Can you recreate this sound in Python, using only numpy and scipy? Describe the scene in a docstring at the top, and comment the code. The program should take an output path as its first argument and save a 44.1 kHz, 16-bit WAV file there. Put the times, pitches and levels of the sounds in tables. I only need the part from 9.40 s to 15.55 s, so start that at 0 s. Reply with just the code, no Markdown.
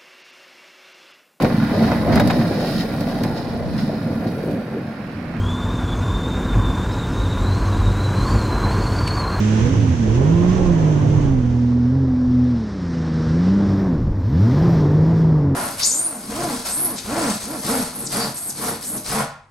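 """A jet ski's engine drones and revs through churning surf, heard from on board.
The three cylinders rise and fall in pitch, sink almost to idle once, and open up again. The exhaust
swells as its harmonics glide through the pipe's resonances, with brief dips and surges on top.
The hull booms, the wake washes and sprays, and wind bumps the microphones.
The wide sound narrows to mono, and the spray's hiss dulls with it."""
import sys
import numpy as np
from scipy import signal
from scipy.fft import rfft, irfft
from scipy.io import wavfile
from scipy.ndimage import uniform_filter1d, minimum_filter1d

SR = 44100
rng = np.random.default_rng(int(sys.argv[2]) if len(sys.argv) > 2 else 0)


def store_wav(level_fs):
    """Save 16-bit WAV to argv[1]."""
    pcm = np.round(np.clip(np.atleast_2d(level_fs), -1, 1) * 32767)
    wavfile.write(sys.argv[1], SR, pcm.T.astype(np.int16))


N = 271215
TIME = np.arange(N) / SR

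# engine speed: (time [s], firing rate [Hz])
FIRING_RATE = [(0.0, 104.8), (0.2, 109.9), (0.37, 145.5), (0.69, 104.1), (0.92, 166), (1.18, 188),
               (1.4, 159.5), (1.61, 145.6), (1.77, 150.7), (2.03, 121.7), (2.46, 121.9), (2.58, 136.0),
               (2.74, 125.8), (3.1, 123.9), (3.44, 87), (3.63, 80.3), (3.91, 78.3), (4.16, 100.0),
               (4.45, 96.9), (4.67, 55.5), (4.83, 41.3), (5.26, 174.6), (5.46, 145.3), (5.71, 164.3),
               (5.89, 158.8), (6.15, 132.7)]
# water rushing along the hull: (time [s], base level [dB])
WATER_FLOW = [(0.0, -33.5), (0.27, -30.5), (0.58, -35), (0.81, -30), (1.29, -29.5), (1.96, -32),
              (2.04, -36.5), (3.35, -39), (4.06, -31.5), (4.5, -29), (4.64, -36), (4.88, -35),
              (5.28, -26.5), (5.4, -28.5), (6.15, -32.5)]


def gain_of(db):
    """Decibels as amplitude."""
    return 10 ** (np.asarray(db) / 20)


def unit_rms(x):
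    """The signal scaled to an RMS of one."""
    return x / np.sqrt(np.mean(x ** 2) + 1e-20)


def automation(rows):
    """Straight lines in time through (time [s], value) points."""
    return np.interp(TIME, *np.transpose(rows))


def response(rows, hz):
    """Each value column of a table, joined by straight lines over log frequency."""
    points_hz, *columns = np.transpose(rows)
    return [np.interp(np.log(hz + 1), np.log(points_hz), column) for column in columns]


def pan(balance_db):
    """Left and right gains whose mean is one; a negative balance leans right."""
    sides = gain_of([np.atleast_1d(balance_db) / 2, -np.atleast_1d(balance_db) / 2])
    return sides / sides.mean(0)


def ramp(at_s, length_s):
    """A smooth step from 0 to 1 around one moment."""
    return (1 + np.tanh((TIME - at_s) / length_s)) / 2


def swell(at_s, length_s):
    """A bell-shaped rise and fall around one moment."""
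    return np.exp(-(2 * (TIME - at_s) / length_s) ** 2)


def swells(rows):
    """The summed gain of brief swells: (time [s], level [dB], length [s])."""
    return sum(gain_of(db) * swell(at_s, length_s) for at_s, db, length_s in rows)


def wobble(rate_hz):
    """Random drift of unit size, rolled off above the rate."""
    hz = np.fft.rfftfreq(N, 1 / SR)
    return unit_rms(irfft(rfft(rng.standard_normal(N)) / (1 + (hz / rate_hz) ** 4), N))


def rough_tone(cycles, multiple, rough, flutter_hz):
    """A partial at a multiple of a running cycle count, fluttering in level and phase."""
    flutter = 1 + rough * (wobble(flutter_hz) + 1j * wobble(flutter_hz))
    carrier = np.exp(2j * np.pi * (multiple * cycles + rng.random()))
    return unit_rms((flutter * carrier).real)


def relative_speed(cruise_hz=121):
    """Engine speed as a multiple of cruising speed."""
    return automation(FIRING_RATE) / cruise_hz


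def water_noise(colour, patchy_db, flicker_db):
    """Stereo noise of one colour, with drifting patches and a flicker shared by all pitches."""
    # water at the two microphones: (frequency [Hz], correlation [0-1], left minus right [dB])
    stereo_image = [(60, 0.1, -2), (142, 1, -6), (324, 0.69, -5), (735, 0, -6.5), (2400, .2, -1),
                    (5000, .1, -3.5)]
    frames, hz = N // 512 + 5, np.fft.rfftfreq(2048, 1 / SR)
    a, b, c, d, patches = rng.standard_normal((5, frames, len(hz)))
    patches = uniform_filter1d(patches, size=6, axis=0)
    patches = unit_rms(uniform_filter1d(patches, size=24, axis=1))
    likeness, balance_db = response(stereo_image, hz)
    left = a + 1j * b
    right = likeness * left + np.sqrt(1 - likeness ** 2) * (c + 1j * d)
    spectra = np.array([left, right]) * pan(balance_db)[:, None] / np.sqrt(1 + likeness / 2)
    spectra *= gain_of(response(colour, hz)[0] + patchy_db * patches)
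    spectra *= hz < 2 * colour[-1][0]  # silent from an octave above the colour's last point
    noise = signal.istft(spectra.swapaxes(1, 2), nperseg=2048, noverlap=1536)[1][:, :N]
    noise *= gain_of(flicker_db * wobble(rate_hz=28))
    return noise / noise.mean(0).std()


def wind(top_hz, width):
    """Short bumps of low turbulence, largely separate at each microphone."""
    # wind bumps: (time [s], level [dB], length [s])
    gusts = [(.72, -26, 0.25), (0.99, -27, 0.35), (1.28, -23, 0.28), (1.85, -22.5, 0.29),
             (2.07, -31.5, 0.21), (2.85, -36.5, 0.6), (4.68, -22, 0.22)]
    low_band = signal.butter(2, [18, top_hz], "bandpass", fs=SR, output="sos")
    air = rng.standard_normal(N) + width * rng.standard_normal((2, N))
    eddies = unit_rms(signal.sosfilt(low_band, air))
    return eddies * swells(gusts) * pan(balance_db=-7)


def spray():
    """Spray hisses, bright and splashy while wide, duller towards mono; a fine fizz joins later."""
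    # spray in the air: (time [s], base level [dB])
    amount = [(0.0, -36), (0.57, -41.5), (1.2, -41.5), (1.83, -43.5), (1.95, -48), (2.7, -51.5),
              (3.89, -42.5), (4.3, -44), (4.73, -56.1), (5.06, -43), (5.33, -41.5), (5.52, -48), (5.8, -47),
              (6.15, -58.5)]
    # splashes that throw extra spray: (time [s], base level [dB], length [s])
    splashes = [(0.18, -43, 0.22), (0.755, -43.5, 0.055), (1.14, -42.5, 0.16)]
    # colours of the spray's hiss: (frequency [Hz], relative level [dB])
    bright_colour = [(700, -5.5), (1500, 8), (2200, 4.5), (3200, 3), (4000, -2.5), (4900, -4.5),
                     (6200, 2.5), (7000, -5), (8000, -11.5), (11000, -25), (13000, -31), (15500, -58)]
    dull_colour = [(500, -19), (1200, 8.5), (1750, 7), (2300, -1.5), (2700, -5), (3700, -2), (4500, -2.5),
                   (5500, -0.5), (6300, -10), (7200, -14.5), (9000, -22), (11200, -34), (15500, -57.5)]
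    fizz_colour = [(10500, -69), (11400, -11), (12400, 0), (13500, -3.5), (15200, -13.5), (16000, -36)]
    level = gain_of(automation(amount))
    splashing = np.hypot(level, swells(splashes))
    bright = splashing * gain_of(0.74) * water_noise(bright_colour, patchy_db=0.35, flicker_db=0.5)
    dull = level * gain_of(2.12) * water_noise(dull_colour, patchy_db=0.88, flicker_db=0.5)
    fizz = level * gain_of(-22.5) * water_noise(fizz_colour, patchy_db=2.5, flicker_db=1.2)
    crossfade, fizz_in = ramp(at_s=2.2, length_s=0.19), ramp(at_s=4.305, length_s=0.1)
    return np.sqrt(1 - crossfade) * bright + np.sqrt(crossfade) * dull + fizz_in * fizz


def wake(firings, throb, churn_db, wash_db, churn_db_per_oct):
    """Low churn, heavier with speed and in each wave, and wash that throbs with the exhaust."""
    # colours of the water: (frequency [Hz], relative level [dB])
    churn_colour = [(20, -17), (45, -7), (85, -0.5), (120, 2.5), (165, -1), (230, -8.5), (330, -27),
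                    (600, -54)]
    wash_colour = [(100, -28.5), (240, 1), (320, 1.5), (430, -5.5), (520, -5.5), (650, -11.5), (1050, -13),
                   (1300, -21), (1900, -27), (4000, -57.5)]
    # the hull ploughs into waves: (time [s], level [dB], length [s])
    waves = [(0.43, -22.5, 0.54), (1.3, -33, 0.12), (1.7, -29, 0.39), (4.64, -22, 0.22)]
    flow_db = automation(WATER_FLOW)
    running = gain_of(flow_db + churn_db + churn_db_per_oct * np.log2(relative_speed()))
    churn = np.hypot(running, swells(waves)) * water_noise(churn_colour, patchy_db=1, flicker_db=1)
    wash = gain_of(flow_db + wash_db) * water_noise(wash_colour, patchy_db=1, flicker_db=0.75)
    return churn + wash * (1 + throb * np.cos(2 * np.pi * firings))


def booms_and_rings():
    """Brief hull booms, and the engine's third harmonic ringing out near 410 Hz."""
    # brief tones: (time [s], level [dB], nominal pitch [Hz], length [s])
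    tones = [(0.276, -26, 501, 0.039), (0.403, -15, 111.7, 0.16), (0.516, -16, 88, 0.081),
             (0.76, -23.5, 352.6, 0.036), (0.823, -30, 418, 0.13), (1.413, -19, 110.4, 0.1),
             (1.707, -21, 115, 0.49), (2.598, -35.5, 405, 0.2), (5.446, -30, 413, 0.25)]
    notes = np.zeros(N)
    for at_s, db, hz, length_s in tones:
        note = rough_tone(hz * TIME, 0.98, rough=0.16, flutter_hz=24)
        notes += gain_of(db) * swell(at_s, length_s) * note
    return notes * pan(balance_db=-4)


def burble(firings, level_db, fall_db_per_order):
    """Cylinders fire unequally: restless tones between the harmonics, stronger in heavy wash."""
    rounds = firings / 3  # all three cylinders fire once a round
    tones = sum(gain_of(-fall_db_per_order * order) * rough_tone(rounds, order, rough=0.8, flutter_hz=7.5)
                for order in [5, 7, 8, 10, 11, 13, 14])
    return gain_of(automation(WATER_FLOW) + level_db) * unit_rms(tones) * pan(balance_db=-16.5)


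def hull_rasp(firings, firing_hz, boost_db, throaty_hz, fall_db_per_oct):
    """Upper harmonics, rougher with order and speed, glide through the hull's resonances."""
    # how the hull passes a harmonic: (frequency [Hz], gain [dB])
    hull = [(150, -33.5), (250, -25), (320, -32.5), (365, -44), (410, -35.5), (450, -34.5), (485, -37),
            (540, -45), (640, -43.5), (780, -49), (1120, -42), (1350, -62)]
    rasp = np.zeros(N)
    for order, rough, flutter_hz in [(3, 0.17, 12), (4, 0.25, 16), (6, 0.5, 40)]:
        harmonic = rough_tone(firings, order, rough * relative_speed() ** 2, flutter_hz)
        rasp += gain_of(response(hull, order * firing_hz)[0]) * harmonic
    octaves_off = abs(np.log2(firing_hz / throaty_hz))
    level_db = automation(WATER_FLOW) + boost_db - fall_db_per_oct * octaves_off
    return gain_of(level_db) * rasp * pan(balance_db=-11.5)


def crank_shake(firings, firing_hz, peak_db, resonance_hz, fall_db_per_oct):
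    """The crank turns twice in three firings and shakes the hull most near one resonance."""
    crank_turns, crank_hz = firings * 2 / 3, firing_hz * 2 / 3
    level_db = peak_db - fall_db_per_oct * abs(np.log2(crank_hz / resonance_hz))
    hum = rough_tone(crank_turns, 0.98, rough=0.096, flutter_hz=25)
    return gain_of(level_db) * hum * pan(balance_db=-3.5)


def exhaust(firings, firing_hz, load_db, full_load_oct_per_s, ragged_below_hz):
    """The firing tone and its octave drone through the pipe's resonances, dipping and surging."""
    # how the pipe passes a harmonic: (frequency [Hz], gain [dB])
    pipe = [(55, -28), (80, -26), (106, -19), (125, -20.5), (160, -14.5), (190, -19.5), (212, -19.5),
            (248, -16), (290, -25), (322, -34.5), (342, -22), (380, -29)]
    # brief dips and surges: (time [s], length [s], firing tone change [dB], octave change [dB])
    dips_and_surges = [(0.247, 0.096, -1, -5.5), (0.377, 0.14, -22, -2.5), (0.559, 0.089, -7, -11.5),
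                       (0.752, 0.095, 3, -11.5), (2.113, 0.22, 2, -6), (2.361, 0.18, -0.5, 0),
                       (2.831, 0.21, -7.5, -0.5), (2.985, 0.18, 1.5, 2), (3.311, 0.29, -14.5, -5),
                       (3.645, 0.69, -6, -8.5), (4.13, 0.26, -5.5, 6.5), (4.437, 0.085, -16, 0.5),
                       (4.605, 0.16, 1, -8.5), (4.861, 0.082, -18, 6), (5.023, 0.31, 6, -1.5),
                       (5.184, 0.12, -4.5, -5.5), (5.88, 0.25, 2, 0)]
    # the firing tone is louder while the engine speeds up, softer while it slows
    climb_oct_per_s = uniform_filter1d(np.gradient(np.log2(firing_hz)) * SR, size=6000)
    firing_db = response(pipe, firing_hz)[0] + load_db * np.tanh(climb_oct_per_s / full_load_oct_per_s)
    octave_db = response(pipe, 2 * firing_hz)[0] - 0.57
    for at_s, length_s, firing_change_db, octave_change_db in dips_and_surges:
        firing_db += firing_change_db * swell(at_s, length_s)
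        octave_db += octave_change_db * swell(at_s, length_s)
    stumble = 0.41 * np.maximum(np.log2(ragged_below_hz / firing_hz), 0)  # ragged burning near idle
    drone = gain_of(firing_db) * rough_tone(firings, 1, rough=0.04 + stumble, flutter_hz=25)
    drone += gain_of(octave_db) * rough_tone(firings, 2, rough=0.06 + stumble, flutter_hz=25)
    return drone * pan(balance_db=-3.5)


def scene():
    """Engine, hull, water and wind in stereo."""
    firing_hz = automation(FIRING_RATE)
    firings = np.cumsum(firing_hz) / SR
    mix = exhaust(firings, firing_hz, load_db=0.9, full_load_oct_per_s=0.95, ragged_below_hz=83)
    mix += crank_shake(firings, firing_hz, peak_db=-24.5, resonance_hz=92.3, fall_db_per_oct=29.5)
    mix += hull_rasp(firings, firing_hz, boost_db=33, throaty_hz=85, fall_db_per_oct=5.5)
    mix += burble(firings, level_db=-2.5, fall_db_per_order=1.73)
    mix += booms_and_rings()
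    mix += wake(firings, throb=0.27, churn_db=6, wash_db=3, churn_db_per_oct=4)
    return mix + spray() + wind(top_hz=62, width=2.4)


def record(dry):
    """The stereo image narrows to mono, a limiter holds the peaks, and the top treble is cut."""
    ceiling, cutoff_hz = 0.62, 15700
    mid = dry.mean(0)
    width = 1 - ramp(at_s=2.35, length_s=0.47)
    narrowed = mid + width * (dry - mid)
    allowed_gain = 1 / np.maximum(abs(narrowed).max(0) / ceiling, 1)
    limited = narrowed * uniform_filter1d(minimum_filter1d(allowed_gain, size=600), size=600)
    limited *= signal.windows.tukey(N, 0.001)  # click-free ends
    lowpass = signal.firwin(511, cutoff_hz, window=("kaiser", 9), fs=SR)
    return signal.oaconvolve(limited, lowpass[None], "same", axes=1)


dry = scene()
out = record(dry)
store_wav(out)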